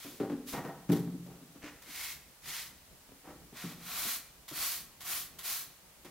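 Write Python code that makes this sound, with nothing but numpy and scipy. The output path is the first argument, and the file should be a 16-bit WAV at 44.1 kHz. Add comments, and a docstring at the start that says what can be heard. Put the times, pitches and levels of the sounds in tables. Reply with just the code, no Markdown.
"""A plastic broom sweeps a cement floor in a walled outdoor yard, a few metres from two close microphones.
A faint outdoor hush, drifting filtered noise, lies under everything. At first a hollow plastic dustpan bumps
about (ringing modes of plastic and yard, a noisy clatter) while boots scuff (stick-slip snaps) and bristles land.
Then longer strokes take over: bristle tips rasp along the grit as dense snaps that swell and fade, with
the pressure easing off. The walls answer with a short tail of scattered echoes."""
import sys
import numpy as np
from scipy import signal
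from scipy.fft import rfft, irfft
from scipy.io import wavfile

SR = 44100
rng = np.random.default_rng(int(sys.argv[2]) if len(sys.argv) > 2 else 0)


def master_out(mix):
    """Clip the mix to full scale and print it as 16-bit PCM to the path in sys.argv[1]."""
    frames = np.transpose(np.atleast_2d(mix))
    ceiling = np.clip(frames, -1, 1)
    pcm = np.round(ceiling * 32767).astype(np.int16)
    wavfile.write(sys.argv[1], SR, pcm)


N = 269010
TIME = np.arange(N) / SR
FREQS = np.fft.rfftfreq(N, 1 / SR)

# colour of bristle tips on grit: freq_hz, level_db
BRISTLE_HISS = [(300, -43), (900, -9), (1500, -7.5), (2100, -4), (3000, -2.5), (4500, -0.5), (6500, -1),
                (8700, -2.5), (10500, 0), (12500, 1.9), (15500, -1)]
# colour of rubber and plastic dragged over cement: freq_hz, level_db
SOLE_COLOUR = [(60, -31), (150, 4), (300, 1.5), (700, -2), (1200, -5), (2200, -25), (3500, -38),
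               (7000, -32), (16000, -21)]
# ringing modes of the knocks, the hollow plastic and the yard's low resonances together:
# freq_hz, level_db (relative), t60_s (before each blow's length factor)
KNOCK_MODES = [(94, -5, 0.44), (129.5, -5.5, 0.47), (156.5, -0.5, 0.12), (162.9, -0.5, 0.45),
               (176.2, -4, 0.7), (233.3, -3, 0.85), (249.6, -7, 0.95), (284.6, 9, 0.25), (351.6, 3.5, 0.18),
               (388, -10.5, 0.55), (431.8, -2.5, 0.24), (479, -18.5, 0.34), (569, -2.5, 0.056),
               (779, -2.5, 0.26), (838, -13, 0.24), (952, -6, .3), (1310, -5.5, 0.45), (1870, 0, 0.16)]


def gain_of(db):
    """Decibels to amplitude."""
    return 10 ** (np.asarray(db) / 20)


def evened(x):
    """Scales to rms 1."""
    return x / np.sqrt(np.mean(x ** 2) + 1e-20)


def read(points, hz):
    """Reads a table along log frequency."""
    f, value = np.transpose(points)
    return np.interp(np.log(hz + 1), np.log(f + 1), value)


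def add(mix, s, sound):
    """Mixes a sound in at time s."""
    part = mix[max(round(s * SR), 0):][:len(sound)]
    part += sound[:len(part)]


def colour(x, spectrum):
    """Filters x by a table of decibels, then scales it to rms 1."""
    return evened(irfft(rfft(x) * gain_of(read(spectrum, FREQS)), N))


def wander(rate_hz):
    """Slow random drift of rms 1, with little motion faster than rate_hz."""
    return evened(irfft(rfft(rng.standard_normal(N)) / (1 + (FREQS / rate_hz) ** 4), N))


def ports(pair, likeness):
    """Two close microphones share part of each band; a phase lead on the left sets them apart in time."""
    # phase between the microphones: freq_hz, left_lead_rad
    left_lead = [(100, 0), (3000, 0.12), (6000, 0), (9000, 1.0), (15000, 1.0)]
    a, b = rfft(pair)
    same = np.clip(read(likeness, FREQS), -1, 1)
    mid = a * np.sqrt((1 + same) / 2)
    side = b * np.sqrt((1 - same) / 2)
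    left = mid + side
    right = (mid - side) * np.exp(-1j * read(left_lead, FREQS))
    return irfft(np.array([left, right]), N)


def slips(per_s, spread_db):
    """Tiny stick-slip snaps at random instants and of uneven size, as both microphones get them."""
    # how alike the microphones hear a nearby source: freq_hz, likeness (1 is identical)
    near_likeness = [(100, 0.94), (1200, 1), (2800, 0.91), (5500, 0.44), (9000, 0.071), (15000, 0.1)]
    size = gain_of(spread_db * np.minimum(rng.exponential(1, N), 5))
    struck = rng.random(N) < per_s / SR
    return evened(ports(size * struck * rng.standard_normal((2, N)), near_likeness))


def swing(start, rise, fall, ease_in, ease_out):
    """Speed of one movement, 0 to 1: up a quarter sine, then down another, each raised to a power."""
    t = TIME - start
    moving = (t > 0) & (t < rise + fall)
    t = t[moving]
    speed = np.zeros(N)
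    arc = np.sin(np.pi / 2 * np.interp(t, [0, rise, rise + fall], [0, 1, 0]))
    speed[moving] = arc ** np.where(t < rise, ease_in, ease_out)
    return speed


def hush():
    """Distant outdoor rumble that drifts in level, under a thin even hiss."""
    # colour of the open air: freq_hz, level_db
    air_colour = [(15, -29), (25, -12), (75, -6), (93, -13.5), (156, -9), (221, -13), (246, -14.5),
                  (445, -17), (782, -18.5), (919, -19), (1170, -20.5), (1750, -22), (2170, -22),
                  (3260, -22.5), (15500, -24)]
    # how alike the microphones hear the open air: freq_hz, likeness (1 is identical)
    air_likeness = [(60, 0.76), (180, 0.85), (550, 0.7), (1650, 0.32), (4970, 0), (15000, 0.0)]
    air = colour(ports(rng.standard_normal((2, N)), air_likeness), air_colour)
    rumble = signal.sosfiltfilt(signal.butter(2, 500, fs=SR, output="sos"), air)
    drift = gain_of(3.0 * wander(rate_hz=7.9))
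    return gain_of(-57.5) * (air + rumble * (drift - 1))


def yard(x):
    """Echoes from floor and walls: scattered random reflections, each band dying at its own speed."""
    # decay of the walled yard: freq_hz, t60_s
    decay = [(150, 1), (400, 0.71), (1500, 0.71), (4000, 0.57), (14000, 0.43)]
    # how alike the microphones hear the echoes: freq_hz, likeness (1 is identical)
    echo_likeness = [(100, 0.49), (160, 1), (280, 1), (1200, 0.99), (2800, 0.84), (5500, 0.21), (9000, 0.2),
                     (15000, .45)]
    arrives = (rng.random((2, N)) < 3000 / SR) * (TIME > .012)  # reflections per second, first gap in s
    taps = rng.standard_normal((2, N)) * arrives
    hz, t, bands = signal.stft(taps, SR, nperseg=256)
    fading = bands * gain_of(-60 * t / read(decay, hz)[:, None])
    tail = signal.istft(fading, SR, nperseg=256)[1][:, :N]
    tail = ports(tail, echo_likeness)[:, :SR]
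    tail = tail / np.linalg.norm(tail[0])
    return signal.fftconvolve(x[:1], tail, axes=1)[:, :N]  # the left channel feeds both sides


def scraped_modes(x):
    """Scraping drives the knocks' modes, of plastic and yard together, broadened by contact with the floor."""
    response = 0
    for k, (hz, db, t60) in enumerate(KNOCK_MODES):
        sign = (-1) ** k  # neighbouring modes swing against each other
        response = response + sign * gain_of(db) * hz ** 1.05 / (1 + 2j * (FREQS - hz) / (hz * 0.047))
    return colour(irfft(rfft(x) * response, N), SOLE_COLOUR)


def boots():
    """Rubber soles and the dustpan's edge judder over the cement and drag some grit along."""
    # scuffs: start_s, rise_s, fall_s, level_db, grit_db (relative to the scuff)
    scuffs = [ (0.524, 0.027, 0.05, -39.5, -7), (0.564, 0.017, 0.08, -37.5, -15),
              (.62, 0.05, .11, -43, -18), (1.61, 0.06, 0.077, -50.5, 1), (3.234, 0.057, 0.098, -49, -14.5),
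              (3.69, 0.02, 0.069, -53, -14), (6.045, 0.0078, 0.081, -56.5, 0.5), ]
    # colour of dragged grit: freq_hz, level_db
    grit_colour = [(500, -13), (1500, 4.5), (2200, 7.5), (4000, -3.5), (6500, -2), (10000, -18),
                   (16000, -16)]
    ease_in, ease_out = 0.97, 5  # how gently a sole catches and lets go (powers of a sine arc)
    rubber = colour(slips(per_s=6300, spread_db=1.0), SOLE_COLOUR)
    plastic = scraped_modes(slips(per_s=1500, spread_db=0.5))
    grit = colour(slips(per_s=5600, spread_db=-4.0), grit_colour)
    rub = gain_of(-2.5) * rubber + gain_of(-6) * plastic
    drag = np.zeros((2, N))
    for start, rise, fall, db, grit_db in scuffs:
        speed = swing(start, rise, fall, ease_in, ease_out)
        drag += gain_of(db) * speed * (rub + gain_of(grit_db) * grit)
    return drag * gain_of(0.79 * wander(rate_hz=110))  # the scuffs flutter


def bumps(octaves):
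    """Each blow rings plastic and yard around one pitch and shakes loose parts into a short clatter."""
    # blows: start_s, level_db, pitch_hz (favoured), clatter_db (relative to level_db), length (factor on decays)
    blows = [(0.049, -43.5, 269, -9.5, 2.5), (0.201, -26, 410, -9.5, 1.16), (0.232, -37, 546, -20, 1.1),
             (0.297, -35, 341, -6, 0.9), (0.318, -23.5, 275, -30, 0.51), (0.537, -32.5, 286, -4, 0.36),
             (0.575, -46, 146, -1, 1.1), (0.649, -39.5, 207, 2, 0.32), (0.688, -39, 683, -9, 0.83),
             (.892, -18.5, 168, -19.5, 1.02), (.898, -18.5, 291.5, -21.5, 0.69),
             (0.919, -26, 419, -19, 1.2), (0.962, -33.5, 140, -20, 1), (1.075, -36.5, 254, -15, 0.58),
             (1.142, -35.5, 256.5, -32, 0.61), (1.262, -55.5, 585, 2, 3.2), (1.418, -51, 244.6, -20, 0.64),
             (1.55, -47.5, 273, -8.5, 0.65), (1.638, -38.5, 308, -12.5, 0.4), (1.872, -50.5, 298, -8, 0.85),
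             (3.088, -50.5, 290, 1.5, 0.18), (3.119, -48, 270, -3, .13), (3.276, -52, 168, 0, 0.2),
             (3.525, -52.5, 222, -0.5, 0.82), (3.638, -34.5, 179, -14, 0.81), (4.051, -42, 216, -1, 0.37),
             (4.513, -43, 317, -2, 0.45), (6.047, -51.5, 350, -4.5, 1.7)]
    # colour of the loose parts: freq_hz, level_db
    clatter_colour = [(60, -41), (125, 8.5), (450, 4), (800, -6), (1300, -9), (2000, -16.5), (3400, -22.5),
                      (8000, -31), (16000, -32)]
    t = np.arange(SR) / SR
    ring, shake = np.zeros(N), np.zeros(N)
    hz, mode_db, t60 = np.transpose(KNOCK_MODES)[:, :, None]
    sign = (-1) ** np.arange(len(KNOCK_MODES))[:, None]  # neighbouring modes swing against each other
    contact = 1 - np.exp(-t / 0.0025)  # soft plastic takes a moment to give
    for s, db, pitch_hz, clatter_db, length in blows:
        weight = gain_of(mode_db) / (1 + (np.log2(hz / pitch_hz) / octaves) ** 2)
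        modes = weight * sign * gain_of(-60 * t / (t60 * length)) * np.sin(2 * np.pi * hz * t)
        body = modes.sum(0) / np.linalg.norm(weight)
        push = np.sin(2 * np.pi * pitch_hz * t) * np.exp(-t / 0.021)  # the dull blow itself
        add(ring, s, gain_of(db) * contact * (gain_of(-0.5) * body + gain_of(-4.0) * push))
        add(shake, s, gain_of(db + clatter_db - 60 * t / (0.28 * length)))
    return ring + shake * colour(slips(per_s=3000, spread_db=-2.5), clatter_colour)


def head(x):
    """Snaps pass the broad resonances of the plastic broom head."""
    # head resonances: freq_hz, width_hz, level_db
    resonances = [(344, 200, -13), (716, 99, -2), (1090, 125, 1), (1342, 198, 2.5), (1963, 510, -2),
                  (2420, 180, 2), (3400, 890, -6)]
    response = 0
    for k, (hz, width, db) in enumerate(resonances):
        peak = gain_of(db) / (1 + 2j * (FREQS - hz) / width)
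        response = response + peak * FREQS / (FREQS + hz) * (-1) ** k  # thinner bass, alternating sign
    return evened(irfft(rfft(x) * response, N))


def landings():
    """The bristles hit the floor within a few milliseconds and settle in a fading burst of snaps."""
    # landings: start_s, level_db, t60_s
    touchdowns = [(.108, -55, 0.043), (0.895, -47.5, 0.1), (0.916, -40.5, 0.24), (0.961, -51, 0.28),
                  (1.262, -54, 0.074), (1.819, -49.5, 0.15), (3.567, -44.5, 0.084), (3.718, -52, .08),
                  (4.48, -42, 0.28), (5.004, -45, 0.33), (5.386, -42.5, 0.23), (6.046, -52.5, 0.18)]
    t = np.arange(SR // 3) / SR
    swell = np.zeros(N)
    for s, db, t60 in touchdowns:
        add(swell, s, gain_of(db - 60 * t / t60) * (1 - np.exp(-t / 0.0016)))
    snaps = slips(per_s=6900, spread_db=-4.5)
    return swell * (colour(snaps, BRISTLE_HISS) + gain_of(-8.5) * head(snaps))


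def resonate(x, hz, width):
    """A resonance that follows the curve hz: shift down, smooth, shift back up."""
    turn = np.exp(2j * np.pi * np.cumsum(hz) / SR)
    r = np.exp(-np.pi * width / SR)
    return evened((turn * signal.lfilter([1 - r], [1, -r], x / turn)).real)


def broom():
    """Bristle tips snap over the grit and ring as they flick free; pressure drives the head into a rasp."""
    # strokes: start_s, rise_s, fall_s, level_db, pressure_db (low rasp, relative, at peak speed),
    # sheen_db (treble above about 6 kHz, at peak speed), ring_hz (bristles), ring_db (relative)
    strokes = [ (0.0, 0.0017, 0.33, -48.5, -5, -4, 3430, -15),
               (0.453, 0.046, 0.13, -44, -13.5, -1, 4120, -22),
               (1.8, 0.25, 0.19, -39, -14, -5, 2120, -11.5),
               (2.403, 0.13, 0.25, -37.5, -14.5, -7, 2020, -16),
               (3.518, 0.097, 0.25, -45, -1.5, -6.5, 2150, -29),
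               (3.746, 0.35, 0.16, -37, -7.5, 1.5, 4100, -13.5),
               (4.493, 0.14, 0.28, -36.5, -6.5, 1.5, 4420, -11.5),
               (5.015, 0.11, 0.21, -38.5, -5, 2.5, 3150, -15),
               (5.406, 0.094, 0.23, -38, -7, 2, 4170, -13.5), ]
    ease_in, ease_out = 1.96, 2.98  # how gently the arm starts and stops (powers of a sine arc)
    easing_db_per_s = 24  # the pressure eases off through a stroke
    brightening_db_per_s = 10.5  # the broom tips onto its bristle ends
    grip = 0.71  # the whole stroke levels off at speed as the bristles bend over
    hiss = colour(slips(per_s=24000, spread_db=-0.5), BRISTLE_HISS)
    top = signal.sosfiltfilt(signal.butter(1, 6000, "high", fs=SR, output="sos"), hiss)
    rasp = head(slips(per_s=6000, spread_db=0.0))
    flicks = slips(per_s=20000, spread_db=1.5)
    bend = 1 + 0.011 * wander(rate_hz=20)  # the ring wavers in pitch
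    out = np.zeros((2, N))
    for start, rise, fall, db, pressure_db, sheen_db, ring_hz, ring_db in strokes:
        speed = np.tanh(grip * swing(start, rise, fall, ease_in, ease_out)) / np.tanh(grip)
        on = speed > 0
        past_peak = TIME[on] - start - rise  # seconds, negative while speeding up
        sheen = gain_of(sheen_db + brightening_db_per_s * past_peak)
        tips = hiss[:, on] + top[:, on] * (sheen - 1)
        ring = gain_of(ring_db) * resonate(flicks[:, on], ring_hz * bend[on], width=240)
        pressure = gain_of(pressure_db - easing_db_per_s * past_peak)
        stroke = gain_of(2.0) * tips + ring + gain_of(-3.5) * pressure * rasp[:, on]
        out[:, on] += gain_of(db) * speed[on] * stroke
    return out * gain_of(0.65 * wander(rate_hz=39))  # the level flickers


def bounce(x, delay_s, db):
    """The hard floor sends up a slightly later copy."""
    return irfft(rfft(x) * (1 + gain_of(db) * np.exp(-2j * np.pi * FREQS * delay_s)), N)


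def scene():
    """The sweeper in the yard: broom, boots and dustpan, their echoes and the open air."""
    sweep = bounce(broom() + landings(), delay_s=.0027, db=-22.5)
    steps = boots()
    knocks = bumps(octaves=0.46)
    echoes = yard(gain_of(-12) * sweep + gain_of(-7.0) * steps + gain_of(-11) * knocks)
    placed_knocks = knocks * gain_of([[.6], [-.6]])  # dB left and right: a little to the left
    return sweep + steps + placed_knocks + echoes + hush()


def record(dry):
    """The recorder's band limit: a steep low-pass."""
    edge_hz = 15850
    low_pass = signal.firwin(701, edge_hz, window=("kaiser", 9), fs=SR)
    return signal.oaconvolve(dry, low_pass[None], "same")


dry = scene()
out = record(dry)
master_out(out)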